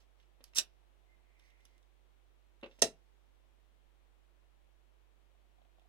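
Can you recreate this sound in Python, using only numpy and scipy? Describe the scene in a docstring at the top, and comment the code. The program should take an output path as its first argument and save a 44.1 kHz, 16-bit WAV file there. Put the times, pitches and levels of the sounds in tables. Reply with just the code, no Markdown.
"""A lighter on a workbench

A disposable lighter is handled close to the microphone in a small, dry workshop. The flint wheel
rasps once, the gas sings faintly, fingers tick on the case, then the steel hood is pressed on and
snaps home. Underneath are hiss, mains hum on the right and a camera's faintly stepping focus."""
import sys
import numpy as np
from scipy import signal
from scipy.fft import rfft, irfft
from scipy.io import wavfile

SR = 44100
rng = np.random.default_rng(int(sys.argv[2]) if len(sys.argv) > 2 else 0)


def generate_wav(sig):
    """Save sig (samples, or channels by samples) to the path in sys.argv[1] as 16-bit PCM at SR."""
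    pcm = np.round(np.clip(np.atleast_2d(sig).T, -1, 1) * 32767).astype(np.int16)
    wavfile.write(sys.argv[1], SR, pcm)


N = 259308
TAPS = 2 ** 14  # samples allowed for a ring or an echo to die away
TIME, FREQS = np.arange(N) / SR, np.maximum(np.fft.rfftfreq(TAPS, 1 / SR), 1)


# The wheel creeps, turns under growing pressure, then spins free: start_s, level_db, slope_db_per_s
WHEEL_SLIDES = [(0.548, -51, -0.5), (0.5558, -40, 279.5), (.582, -21.5, -1050)]
# Tone of the scraped flint: pitch_hz, gain_db
FLINT_TONE = [(100, -22), (250, -16.5), (700, -15), (1200, -13.5), (1700, -14), (3000, -6), (5500, 0.5),
              (7500, -2), (10000, -2.5), (12500, -14), (15500, -17)]
# Where the wheel and its bracket ring: pitch_hz, width_hz, boost_db
WHEEL_RINGS = [(1630, 200, 6.5), (2700, 460, 5.5), (3660, 190, 8.5), (5060, 110, 2.5), (5620, 190, 9),
               (5900, 110, 3.5), (7410, 130, 7.5), (9240, 150, 1.5)]

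def flint_wheel(teeth_hz=440, bite=.4):
    """The wheel's teeth tear grains off the flint; each slide swells or fades until the next begins."""
    force = np.zeros(N)
    for start_s, level_db, slope in WHEEL_SLIDES:
        start = round(start_s * SR)
        force[start:] = amp(np.clip(level_db + slope * TIME[:N - start], -200, 0))
    teeth = 1 + bite * np.sin(2 * np.pi * teeth_hz * TIME)
    return body(force * teeth * grit(grains_per_s=11000), FLINT_TONE, WHEEL_RINGS)


# The hood passes its catches and snaps home: start_s, level_db, decay_s
HOOD_SNAPS = [(2.7911, -62.5, 0.0075), (2.8182, -21.5, .0012), (2.8205, -13.5, .003)]
# Tone of the steel hood: pitch_hz, gain_db
HOOD_TONE = [(200, -17.5), (900, -14.5), (1400, -20), (2000, -8.5), (3500, -9), (5500, -0.5), (7500, -2),
             (10000, -4.5), (12500, -20.5), (15500, -23.5)]
# Where the hood rings: pitch_hz, width_hz, boost_db
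HOOD_RINGS = [(2740, 80, 9.5), (3800, 82, 9), (3962, 110, 10), (4670, 70, -1), (5220, 110, 8),
              (5300, 80, 4.5), (6200, 99.4, 6.5), (6180, 100, 3), (6300, 60, 3), (8090, 110, -1.5),
              (9440, 70, 5), (9610, 70, 1)]

def steel_hood(rattle_db=-17.5, rattle_decay_s=.01976):
    """The hood rings brightly at each catch, then rattles on more quietly."""
    rattles = [(start_s, level_db + rattle_db, rattle_decay_s) for start_s, level_db, _ in HOOD_SNAPS]
    return body(contacts(HOOD_SNAPS, blow_share=.06) + contacts(rattles), HOOD_TONE, HOOD_RINGS)


# The thumb pushes the hood down in jerks: start_s, level_db, decay_s
THUMB_PUSHES = [(2.6285, -46.5, .003), (2.632, -39.5, .004), (2.641, -44, .009), (2.662, -49, .006),
                (2.712, -66.5, .014)]
# Tone of hood and case under the thumb: pitch_hz, gain_db
MUFFLED_TONE = [(50, -27.5), (130, -11), (330, -1.5), (550, -1), (750, -7.5), (1050, -5.5), (1600, -10.5),
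                (2800, -9), (3900, -14), (5000, -31), (15500, -55)]
# Where they still ring: pitch_hz, width_hz, boost_db
MUFFLED_RINGS = [(449.7, 110, 12), (2680, 180, 7.7)]

def thumb_pushes():
    """The thumb muffles the hood as it presses, so each push is a thud."""
    return body(contacts(THUMB_PUSHES, blow_share=.5), MUFFLED_TONE, MUFFLED_RINGS)


# The boom after the snap: start_s, level_db, decay_s
LOW_BOOM = [(2.836, -40, .02)]
# Tone of the boom: pitch_hz, gain_db
BOOM_TONE = [(30, -14.5), (60, -12), (100, -19.5), (150, -3), (220, -0.5), (340, -9.5), (600, -19.5),
             (1500, -45), (15500, -70)]

def low_boom():
    """A low, soft boom lingers just after the snap."""
    return body(contacts(LOW_BOOM), BOOM_TONE)


# Knocks of the case: start_s, level_db, decay_s
CASE_KNOCKS = [(.406, -64, 0.012), (.586, -55, .008), (2.788, -60.5, 0.014), (2.8228, -21.5, .005)]
# Tone of the plastic: pitch_hz, gain_db
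CASE_TONE = [(20, -44), (60, -27), (120, -14.5), (250, -7.5), (500, -0.5), (750, -5.5), (1100, -5.5),
             (1600, -10), (2700, -5.5), (3800, -12), (5000, -27), (9000, -44), (15500, -53)]
# Where the case and cupped hand ring: pitch_hz, width_hz, boost_db
CASE_RINGS = [(139, 9.3, 9), (200.7, 13, 11), (253, 28, 10.5), (340, 25, 5.5), (457, 43, 11.5),
              (534.6, 35, 5.5), (661, 23, 13), (900, 80, 6)]

def plastic_case():
    """The plastic case knocks dully in the cupped hand."""
    return body(contacts(CASE_KNOCKS, blow_share=.6), CASE_TONE, CASE_RINGS)


# Light ticks of lever, wheel and fingernails: start_s, level_db, decay_s, sharp_share (0 to 1)
FINGER_TICKS = [(0.199, -66.5, 0.0042, 0), (0.226, -71, .005, 0), (0.409, -68, .002, .02),
                (0.44, -47.5, 0.0021, 0.87), (.5345, -54, 0.0012, 0), (0.635, -59.5, .002, .7),
                (1.3944, -63.5, 0.0039, 0.17), (1.501, -68.5, .005, .1), (1.604, -73.5, .005, 0.3),
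                (1.652, -56.5, 0.0028, 0.65), (1.779, -63.5, .0009, 0.5), (1.8277, -69.5, .0015, 0.5),
                (2.612, -64.5, .0015, 0.17), (2.659, -60.5, .006, 0), (2.711, -68.5, .02, 0),
                (5.7953, -64.5, .0012, .1)]
# Tones of a soft tick and a sharp tick: pitch_hz, gain_db
SOFT_TONE = [(200, -19.5), (1500, -5), (2800, 1), (3900, 0.5), (4700, -8.5), (5700, -7.5), (8000, -21.5),
             (15500, -32)]
SHARP_TONE = [(200, -25), (1800, -7), (2800, -4), (4000, -3.5), (5700, 4.5), (8000, -2.5), (11000, -0.5),
              (15500, -19.5)]
# Where the lever and hood rims ring: pitch_hz, width_hz, boost_db
LEVER_RINGS = [(2830, 220, 3), (3640, 250, 7.5)]
# A brief, faint hiss fades away at the start; later rows are skin rubs: peak_s, level_db, half_length_s
RUSTLES = [(0, -77.5, 0.027), (.21, -85.5, 0.032), (.47, -76, 0.019), (1.455, -79, 0.044),
           (1.68, -84.5, 0.073), (2.78, -81.5, 0.086), (3.1, -95, .3)]
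# Tone of the rustles: pitch_hz, gain_db
RUSTLE_TONE = [(500, -11), (3500, -0.5), (5700, -1.5), (8000, -10), (15500, -19)]

def fingers():
    """Fingers make small ticks, each part soft and part sharp, among faint rustles."""
    start_s, level_db, decay_s, sharp_share = np.transpose(FINGER_TICKS)
    sharp_share = np.clip(sharp_share, .0001, .9999)
    soft = contacts(zip(start_s, level_db + 10 * np.log10(1 - sharp_share), decay_s), blow_share=.2)
    sharp = contacts(zip(start_s, level_db + 10 * np.log10(sharp_share), decay_s), blow_share=.2)
    rustle = swells(RUSTLES, TIME) * grit(grains_per_s=2500)
    return body(soft, SOFT_TONE, LEVER_RINGS) + body(sharp, SHARP_TONE) + body(rustle, RUSTLE_TONE)


# Puffs of gas: peak_s, level_db, half_length_s, whistle_share (0 to 1)
GAS_PUFFS = [(1.123, -79.5, 0.031, 0.95), (1.47, -78, 0.15, 0.1), (1.756, -88, 0.032, 0.2)]

def gas():
    """Gas swirls out of the nozzle, part thin whistle and part narrow hiss."""
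    whistle, hiss = narrow_noise(pitch_hz=2075, width_hz=46), narrow_noise(pitch_hz=2185, width_hz=450)
    sound = np.zeros(N)
    for *puff, whistle_share in GAS_PUFFS:
        blend = np.sqrt(whistle_share) * whistle + np.sqrt(1 - whistle_share) * hiss
        sound += swells([puff], TIME) * blend
    return sound


def hands(sound, count=12, width_hz=470):
    """High notes linger briefly in gaps between palms and vice, differently for left and right."""
    gaps_hz = np.geomspace(2500, 14000, count) * np.exp(rng.uniform(-.08, .08, (2, count)))
    radius = np.exp(-np.pi * width_hz / SR)
    tunings = -2 * radius * np.cos(2 * np.pi * gaps_hz / SR)
    # All-pass filters hold some pitches back without making them louder or quieter.
    filters = [[[radius ** 2, tune, 1, 1, tune, radius ** 2] for tune in side] for side in tunings]
    return np.array([signal.sosfilt(gaps, side) for gaps, side in zip(filters, sound)])


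# Strength of the echoes next to the direct sound: pitch_hz, gain_db
ECHO_LEVEL = [(150, -5), (500, -2.5), (2000, -2.5), (5500, -6.5), (12000, -12.5)]
# Time the early echoes take to fade by 60 dB: pitch_hz, fade_s
ECHO_FADE = [(150, 0.17), (500, 0.13), (2500, 0.12), (6000, 0.069), (12000, .12)]
# How alike the echoes are on the left and right: pitch_hz, likeness (0 to 1)
ECHO_LIKENESS = [(300, 1), (700, 1), (1400, .2), (3000, 0.032)]
# Strength of the late tail next to the early echoes: pitch_hz, gain_db
TAIL_LEVEL = [(300, -23.5), (2500, -24.5), (6000, -39.5), (12000, -53.5)]

def workshop(sound, onset_s=.003, tail_fade_s=.3):
    """Echoes from bench and walls die quickly, band by band, over a faint late tail."""
    t, room = TIME[:TAPS], np.zeros((2, TAPS))
    bands_hz = np.geomspace(60, 16000, 25)
    fade_in = 1 - np.exp(-(t / onset_s) ** 2)
    for hz in bands_hz:
        band = np.sqrt(np.interp(np.log(FREQS), np.log(bands_hz), bands_hz == hz))
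        middle, side = irfft(rfft(rng.standard_normal((2, TAPS))) * band)
        alike = at_hz(ECHO_LIKENESS, hz)
        noise = np.sqrt(1 + alike) * middle + np.sqrt(1 - alike) * side * [[1], [-1]]
        early = amp(-60 * t / at_hz(ECHO_FADE, hz))
        late = amp(at_hz(TAIL_LEVEL, hz) - 60 * t / tail_fade_s)
        echoes = noise * (early + late) * fade_in
        echoes /= np.linalg.norm(echoes, axis=1, keepdims=True)
        room += echoes * np.sqrt(np.mean(band ** 2)) * amp(at_hz(ECHO_LEVEL, hz))
    return convolve(sound, room)


# The hands sit to one side of the two microphones: pitch_hz, left_minus_right_db
SIDE_BALANCE = [(300, 0), (700, 5), (1300, -2), (2500, -7), (4000, -5.5), (5500, -11), (7500, 0),
                (10000, -3.5), (12500, -11), (15500, -9.5)]

def microphones(sound, right_lag_s=.00018):
    """Sound reaches the left microphone first and the echoes follow; each side has its own tone."""
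    direct = np.array([sound[0], np.interp(TIME - right_lag_s, TIME, sound[0])])
    arriving = hands(direct) + workshop(sound)
    lean_db = at_hz(SIDE_BALANCE, FREQS) / 2
    return convolve(arriving, [tap_response(amp(lean_db)), tap_response(amp(-lean_db))])


# The lens hunts for focus in short runs: peak_s, level_db, half_length_s
LENS_RUNS = [(.9, -75, .5), (5.36, -72.5, .07), (5.617, -63, .04), (5.812, -64, .04)]
# Tone of the lens housing: pitch_hz, gain_db
LENS_TONE = [(200, -29), (700, 8), (1500, -6), (3900, -2.5), (5000, -21.5), (15500, -36.5)]
# Where the housing rings: pitch_hz, width_hz, boost_db
LENS_RINGS = [(680, 170, 15), (3630, 350, 4)]

def focus_motor(first_step_s=.03, step_gap_s=.03345, decay_s=.007):
    """The lens moves in small, evenly timed steps that tick through the camera's housing."""
    times = np.arange(first_step_s, TIME[-1], step_gap_s)
    levels_db = 20 * np.log10(swells(LENS_RUNS, times))
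    steps = [(start_s, level_db, decay_s) for start_s, level_db in zip(times, levels_db)]
    return body(np.array([contacts(steps), contacts(steps)]), LENS_TONE, LENS_RINGS)


# Tones of the steady hiss and the low rumble: pitch_hz, gain_db
HISS_TONE = [(80, -0.5), (170, -6.5), (350, -1.5), (550, -1.5), (900, -4.5), (1500, -9), (2300, -10),
             (3300, -11.5), (4000, -15.5), (4800, -20), (8000, -22.5), (15500, -27)]
RUMBLE_TONE = [(8, -1.5), (20, -8.5), (40, -16.5), (90, -22.5), (300, -60.5), (1000, -85.5)]
# Notes of the mains hum: pitch_hz, level_db
MAINS_HUM = [(49.8, -63), (348, -85), (249, -92.5)]

def background(hiss_db=-75.5, lean_left_db=1.0, rumble_db=-81):
    """Each side has its own hiss and rumble; the mains hums only on the right."""
    hiss = amp(hiss_db) * body(rng.standard_normal((2, N)), HISS_TONE)
    rumble = amp(rumble_db) * body(rng.standard_normal((2, N)), RUMBLE_TONE)
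    hum = sum(np.sqrt(2) * amp(db) * np.sin(2 * np.pi * hz * TIME) for hz, db in MAINS_HUM)
    return hiss * amp([[lean_left_db], [-lean_left_db]]) + rumble + hum * np.array([[0], [1]])


def contacts(rows, blow_share=0):
    """Each touch is a fading burst of tiny slips; a share of its energy comes as one clean blow."""
    power, blows = np.zeros(N), np.zeros(N)
    for start_s, level_db, decay_s in rows:
        start = round(start_s * SR)
        burst = amp(level_db) ** 2 * np.exp(-2 * TIME[:min(TAPS, N - start)] / decay_s)
        power[start:start + len(burst)] += burst
        blows[start] += np.sqrt(burst.sum())
    slips = np.sqrt((1 - blow_share) * power) * rng.choice([-1, 1], N)
    return np.sqrt(blow_share) * blows + slips


def grit(grains_per_s):
    """Rubbing makes tiny cracks of uneven size at random moments."""
    sizes = amp(4 * np.minimum(rng.exponential(1, N), 3))
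    grains = (rng.random(N) < grains_per_s / SR) * rng.choice([-1, 1], N) * sizes
    return grains / grains.std()


def narrow_noise(pitch_hz, width_hz):
    """Swirling gas rings around one pitch; the narrower the band, the more it whistles."""
    edges_hz = [pitch_hz - width_hz / 2, pitch_hz + width_hz / 2]
    band = signal.butter(2, edges_hz, "band", fs=SR, output="sos")
    noise = signal.sosfilt(band, rng.standard_normal(N))
    return noise / noise.std()


def swells(rows, t):
    """The level rises and falls in a bell curve around each peak."""
    power = sum(amp(db) ** 2 * np.exp(-((t - peak_s) / half_s) ** 2) for peak_s, db, half_s in rows)
    return np.sqrt(power + 1e-18)


def body(force, tone, rings=()):
    """An object gives a force its broad tone and ringing pitches; the force sets the level."""
    peaks = sum((amp(db) ** 2 - 1) / (1 + (2 * (FREQS - hz) / width) ** 2) for hz, width, db in rings)
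    response = tap_response(amp(at_hz(tone, FREQS)) * np.sqrt(np.maximum(1 + peaks, .1)))
    return convolve(force, response / np.linalg.norm(response))


def tap_response(gain):
    """The sound of one tap with this tone; nothing sounds before the tap (minimum phase)."""
    cepstrum = irfft(np.log(gain))
    cepstrum[1:TAPS // 2] *= 2
    cepstrum[TAPS // 2 + 1:] = 0
    return irfft(np.exp(rfft(cepstrum)))


def convolve(sound, response):
    """Let every sample of a sound set off the same ring or echo, channel by channel."""
    return signal.oaconvolve(np.atleast_2d(sound), np.atleast_2d(response), axes=1)[:, :N]


def at_hz(table, hz):
    """Read between a table's rows at any pitch, with octaves evenly spaced."""
    pitches_hz, values = np.transpose(table)
    return np.interp(np.log(hz), np.log(pitches_hz), values)


def amp(db):
    """Turn decibels into a multiplier."""
    return 10 ** (np.asarray(db) / 20)


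def scene():
    """The lighter in the room, over the focus motor and the steady background."""
    lighter = flint_wheel() + steel_hood() + thumb_pushes() + low_boom() + plastic_case()
    return microphones(lighter + fingers() + gas()) + focus_motor() + background()


def record(dry, cutoff_hz=15900):
    """The highest treble is cut off steeply."""
    return signal.sosfilt(signal.ellip(10, .2, 70, cutoff_hz, fs=SR, output="sos"), dry)


dry = scene()
out = record(dry)
generate_wav(out)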